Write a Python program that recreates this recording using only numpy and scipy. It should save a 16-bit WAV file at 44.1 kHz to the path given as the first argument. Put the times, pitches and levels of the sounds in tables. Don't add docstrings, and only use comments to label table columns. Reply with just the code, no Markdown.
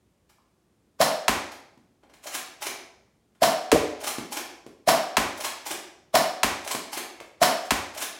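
import sys
import numpy as np
from scipy import signal
from scipy.fft import rfft, irfft
from scipy.io import wavfile
from scipy.ndimage import uniform_filter1d

SR = 44100
rng = np.random.default_rng(int(sys.argv[2]) if len(sys.argv) > 2 else 0)


def master_out(mix):
    frames = np.transpose(np.atleast_2d(mix))
    ceiling = np.clip(frames, -1, 1)
    pcm = np.round(ceiling * 32767).astype(np.int16)
    wavfile.write(sys.argv[1], SR, pcm)


N = 361179
TOP_HZ = 16000
SIZE = 65536
T = np.arange(SIZE) / SR
HZ = np.maximum(np.arange(SIZE // 2 + 1) * SR / SIZE, 1)
LEAD_S = 0.05

# start_s, barrel_pitch_hz, hoot_db, slam_db
SHOTS = [(1.0013, 605, -2, -5.5), (3.4181, 647, -0.5, -5.5), (4.874, 647, -1, -4.5), (6.1407, 648, -2, -5),
         (7.4145, 657, -2, -4)]
# frequency_hz, level_db
CRACK = [(25, -34.5), (60, -14.5), (130, -9), (280, 3), (450, -2), (750, 1.5), (1050, 4), (1600, -3.5),
         (2200, -3), (3200, -6.5), (4500, -9.5), (7000, -10.5), (11000, -16), (16000, -26)]


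def undb(db):
    return 10 ** (np.asarray(db) / 20)


def along(points, hz=HZ):
    f, value = np.transpose(points)
    return np.interp(np.log(hz), np.log(f), value)


def colour(x, db):
    cepstrum = irfft(np.log(undb(db)))
    cepstrum[1:SIZE // 2] *= 2
    cepstrum[SIZE // 2 + 1:] = 0
    return irfft(rfft(x) * np.exp(rfft(cepstrum)))


def tilt(db_per_octave):
    return db_per_octave * np.log2(np.maximum(HZ, 250) / 2000)


def add(track, s, x):
    start = max(int(s * SR), 0)
    count = min(SIZE // 2, N - start)
    track[start:start + count] += x[:count]


def echoed(x, echoes):
    response = 1
    for delay_s, db in echoes:
        response = response + undb(db) * np.exp(-2j * np.pi * HZ * delay_s)
    return irfft(rfft(x) * response)


def rattle(peak, rise, fall, grain_db):
    grain = uniform_filter1d(rng.standard_normal(SIZE), size=64)
    envelope = np.exp(-np.maximum((peak - T) / rise, (T - peak) / fall))
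    contacts = rng.standard_normal(SIZE) * envelope * undb(grain_db * grain / grain.std())
    spectrum = rfft(contacts)
    flattened = irfft(spectrum / np.abs(spectrum) ** .85)
    x = flattened * envelope ** .2
    x = x * np.tanh(20 * envelope)
    return x * np.sqrt(np.sum(envelope ** 2) / np.sum(x ** 2))


def pop(hz, swell, order=2, glide=0):
    cycles = T * (hz + glide * (T / 2 - swell))
    envelope = (T / swell * np.exp(1 - T / swell)) ** order
    return np.sin(2 * np.pi * cycles) * envelope


def room(x, wet_db, build):
    # frequency_hz, t60_s
    room_t60 = [(100, 0.23), (280, 0.66), (700, 0.77), (1100, 0.58), (2000, 0.69), (3200, 0.53),
                (4800, 0.67), (8000, 0.46), (14000, 0.34)]
    noise = rfft(rng.standard_normal(SIZE))
    centres = np.geomspace(50, 16000, 18)
    tail = 0
    for hz, share in zip(centres, np.eye(len(centres))):
        weight = np.interp(np.log(HZ), np.log(centres), share)
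        decay = np.exp(-np.log(1000) * T / along(room_t60, hz))
        band = irfft(noise * weight) * decay * (1 - np.exp(-T / build))
        tail = tail + band * np.sqrt(np.mean(weight ** 2) / np.sum(band ** 2))
    return undb(wet_db) * signal.fftconvolve(x, tail)[:N]


def shell_db():
    # frequency_hz, width_hz, gain_db
    shell = [(792, 90, -3), (900, 64, -6.5), (1900, 120, -1), (2220, 130, 1.5), (3076, 200, 1.5),
             (5260, 200, 2.5), (6850, 240, 1), (8840, 200, -3.5)]
    return sum(db / (1 + ((HZ - hz) / (width / 2)) ** 2) for hz, width, db in shell)


def contact_db(spread_db, count=70):
    centres = np.geomspace(300, TOP_HZ, count)
    return spread_db * np.interp(HZ, centres, rng.standard_normal(count))


def quiet():
    # frequency_hz, level_db
    still_room = [(25, 2), (60, 1), (110, -1), (200, -0.5), (400, -6), (700, -13.5), (1500, -20.5),
                  (4000, -25.5), (9000, -27.5), (16000, -36.5)]
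    hz = np.maximum(np.arange(N // 2 + 1) * SR / N, 1)
    air = irfft(rfft(rng.standard_normal(N)) * undb(along(still_room, hz)), N)
    mains = 2 * np.pi * 60 * np.arange(N) / SR
    hum = undb(-79) * np.sin(6 * mains) + undb(-92.5) * np.sin(2 * mains)
    return undb(-66.5) * air / air.std() + hum


def bounces():
    # start_s, level_db, pitch_hz, tick_db (relative)
    landings = [(1.773, -45.5, 235, -12), (4.183, -22.5, 290, -6), (4.664, -32.5, 354, -10.5),
                (6.748, -24, 370, 1.5), (7.202, -27, 2110, -10), (7.21, -30.5, 520, -12.5)]
    out = np.zeros(N)
    for s, db, hz, tick_db in landings:
        skin = rattle(0.0011, 0.0005, fall=0.0055, grain_db=-7.5)
        tick = undb(tick_db + 6) * colour(skin, along(CRACK) + tilt(0.45))
        add(out, s, undb(db) * (pop(hz, swell=0.54 / hz) + tick))
    return out + room(out, wet_db=1.0, build=0.0034)


def rebound(count=4):
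    # start_s, level_db, pitch_hz
    thuds = [(3.7189, -11, 636), (3.7270, -2.5, 408), (3.7461, -4, 369), (3.7594, -6, 590)]
    gap_s, step_db, pitch_ratio = 0.00654, -6.5, 0.91
    out = np.zeros(N)
    for s, db, hz in thuds:
        for k in range(count):
            thud = pop(hz * pitch_ratio ** k, swell=0.0016)
            add(out, s + k * gap_s, undb(db + k * step_db) * thud)
    return out + room(out, wet_db=-6.0, build=0.0025)


def strokes():
    # rear_stop_s, level_db, travel_s (from the catch), catch_db,
    # knock_db (against the stop's clack)
    pulls = [(2.352, -4, 0.08, -7.5, -45), (4.079, -.5, .037, -4, -25), (5.451, -1, 0.043, -5.5, -22),
             (6.716, -1, .038, -4, -24), (8.025, -2, .046, -6, -35)]
    # latch_s, level_db, travel_s
    pushes = [(2.668, -1.5, .041), (4.373, -2.5, .046), (5.713, -2.5, .044), (6.977, -3, 0.042)]
    # s ahead of the clack, dB against its setting, Hz
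    catch_knock, start_knock, latch_knock = (.015, -25.5, 667), (0.0063, -25, 830), (0.00616, -33.5, 338)
    slack_s, slack_db = .028, -10.5
    for s, db, travel, catch_db, knock_db in pulls:
        yield s - travel - slack_s, catch_db + slack_db, .008, .5, None
        yield s - travel, catch_db, .0043, .1, catch_knock
        yield s, db, 0.25 * travel, .45, (0.00589, knock_db, 1050)
    for s, db, travel in pushes:
        yield s - travel, db - 3, .0072, .7, start_knock
        yield s, db, .007, -.4, latch_knock


def slide():
    # frequency_hz, level_db
    plastic = [(50, -28), (150, -19.5), (310, -2), (480, -3.5), (750, 3.5), (1000, 0.5), (1500, -2),
               (2400, -2), (4000, -5.5), (6700, -5.5), (10000, -7.5), (16000, -17)]
    # start_s, level_db (relative), brightness_db_per_octave
    light_clicks = [(.298, -31, 0), (1.520, -15, -1.5), (2.035, -30.5, -6), (2.098, -28.5, -4),
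                    (2.139, -24, -1), (2.254, -28, 1), (3.352, -36, -3), (7.655, -17.5, 0)]
    # start_s, level_db, pitch_hz (before scatter)
    taps = [(.298, -57.5, 940), (.384, -54, 1115)]
    out = np.zeros(N)
    body = along(plastic) + shell_db()
    clicks = [(s, db, 0.0032, bright, None) for s, db, bright in light_clicks]
    knocks = list(taps)
    for s, db, rise, bright, knock in list(strokes()) + clicks:
        clack = rattle(LEAD_S, rise, fall=0.0053, grain_db=3.0)
        spot = contact_db(spread_db=2.2)
        add(out, s - LEAD_S, undb(db - 19.0) * colour(clack, body + spot + tilt(bright)))
        if knock:
            ahead, knock_db, hz = knock
            knocks.append((s - ahead, db + knock_db, hz))
    for s, db, hz in knocks:
        pitch = hz * (1 + 0.033 * rng.standard_normal())
        add(out, s, undb(db) * pop(pitch, swell=1.3 / hz))
    return out + room(out, wet_db=4.5, build=0.0013)


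def door():
    # start_s, level_db, brightness_db_per_octave, ring_db
    strikes = [(1.2811, 1, 0.5, -4), (3.717, -0.5, 1.5, 0.5), (5.169, 1, 0.3, -5), (6.4323, 0.5, 1, -5.5),
               (7.7074, -1, 0.97, -3)]
    # delay_s, level_db
    door_echoes = [(.0012, -6), (.003, -2), (.0045, -8.5), (.0075, -13), (.0095, -17), (0.0121, -7.5)]
    # frequency_hz (before scatter), level_db (relative), t60_s
    panel = [(59.6, -32.5, 0.26), (71.3, -44, 0.76), (86, -36, 0.42), (98, -39.5, 0.66), (235, -33, 0.16),
             (263, -15, 0.075), (282, -32.5, 0.24), (1012, -34.5, 0.61), (1120, -37, 0.24),
             (1190, -38.5, .4), (1490, -33, 0.34), (1890, -53.5, 0.59), (1980, -41.5, 0.52),
             (2340, -43.5, 0.39)]
    cracks, out = np.zeros(N), np.zeros(N)
    low_delay_s, corner_hz = .021, 350
    delay = low_delay_s / (1 + (HZ / corner_hz) ** 2.506)
    bending = np.exp(-2j * np.pi * np.cumsum(delay) * SR / SIZE)
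    impulse = (T == 0).astype(float)
    for s, db, bright, ring_db in strikes:
        blow = colour(impulse, along(CRACK) + tilt(bright))
        crack = undb(db + 17.0) * irfft(rfft(blow) * bending)
        add(cracks, s, crack)
        add(out, s, echoed(crack, door_echoes))
        for hz, mode_db, t60 in panel:
            phase = 2 * np.pi * hz * (1 + 0.0072 * rng.standard_normal()) * T
            decay = np.exp(-np.log(1000) * T / t60)
            add(out, s + .012, undb(ring_db + mode_db) * np.sin(phase) * decay)
    return out + room(cracks, wet_db=2.5, build=0.00048)


def piston():
    # frequency_hz, level_db
    slam_spectrum = [(50, -33.5), (100, -15), (250, 5), (420, -1.5), (750, 15), (1080, 8.5), (1400, 2),
                     (1900, 1.5), (2500, -4), (3600, -4.5), (5200, -3.5), (7000, -8.5), (11000, -9),
                     (16000, -16.5)]
    out = np.zeros(N)
    body = along(slam_spectrum) + shell_db() + contact_db(spread_db=1.5)
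    for s, _, _, db in SHOTS:
        release = undb(-14) * rattle(peak=LEAD_S + 0.0031, rise=0.0039, fall=0.0069, grain_db=-2.5)
        slam = rattle(peak=LEAD_S + 0.015, rise=0.0051, fall=0.007, grain_db=4.0)
        add(out, s - LEAD_S, undb(db - 3.0) * colour(release + slam, body))
    return out + room(out, wet_db=1.5, build=0.0018)


def afterring():
    # frequency_hz, level_db (against the shot's hoot setting), peak_s
    resonances = [(282, -37, .095), (600, -30, 0.066), (740, -37.5, 0.3)]
    out = np.zeros(N)
    for s, _, db, _ in SHOTS:
        for hz, ring_db, peak in resonances:
            add(out, s, undb(db + ring_db) * pop(hz, swell=peak, order=12))
    return out


def flutter(count=14):
    spacing_s, peak_s, peak_db = .0137, .07, -11
    rise_db_per_s, fall_db_per_s = 220.5, 230
    delay = spacing_s * np.arange(1, count + 1) + 0.00026 * rng.standard_normal(count)
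    late = delay - peak_s
    loss_db = np.maximum(-late * rise_db_per_s, late * fall_db_per_s)
    return zip(delay, peak_db - loss_db)


def barrel():
    source, out = np.zeros(N), np.zeros(N)
    walls = list(flutter())
    for s, hz, db, _ in SHOTS:
        tone = pop(hz, swell=0.0055, order=3, glide=13000)
        puff = undb(-15) * pop(hz=202, swell=0.0046, order=5)
        hoot = undb(db - 8.5) * (tone + puff)
        add(source, s, hoot)
        add(out, s, echoed(hoot, walls))
    return out + room(source, wet_db=0.5, build=.01)


def scene():
    ball = bounces() + rebound() + door()
    blaster = slide() + piston() + afterring() + barrel()
    return (quiet() + ball + blaster)[None]


def record(dry):
    ceiling = .7
    bass_cut = signal.butter(5, 49, "highpass", fs=SR, output="sos")
    top_cut = signal.ellip(10, .2, 80, TOP_HZ, fs=SR, output="sos")
    lean = signal.sosfilt(bass_cut, dry)
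    rounded = ceiling * np.tanh(lean / ceiling)
    return signal.sosfilt(top_cut, rounded)


dry = scene()
out = record(dry)
master_out(out)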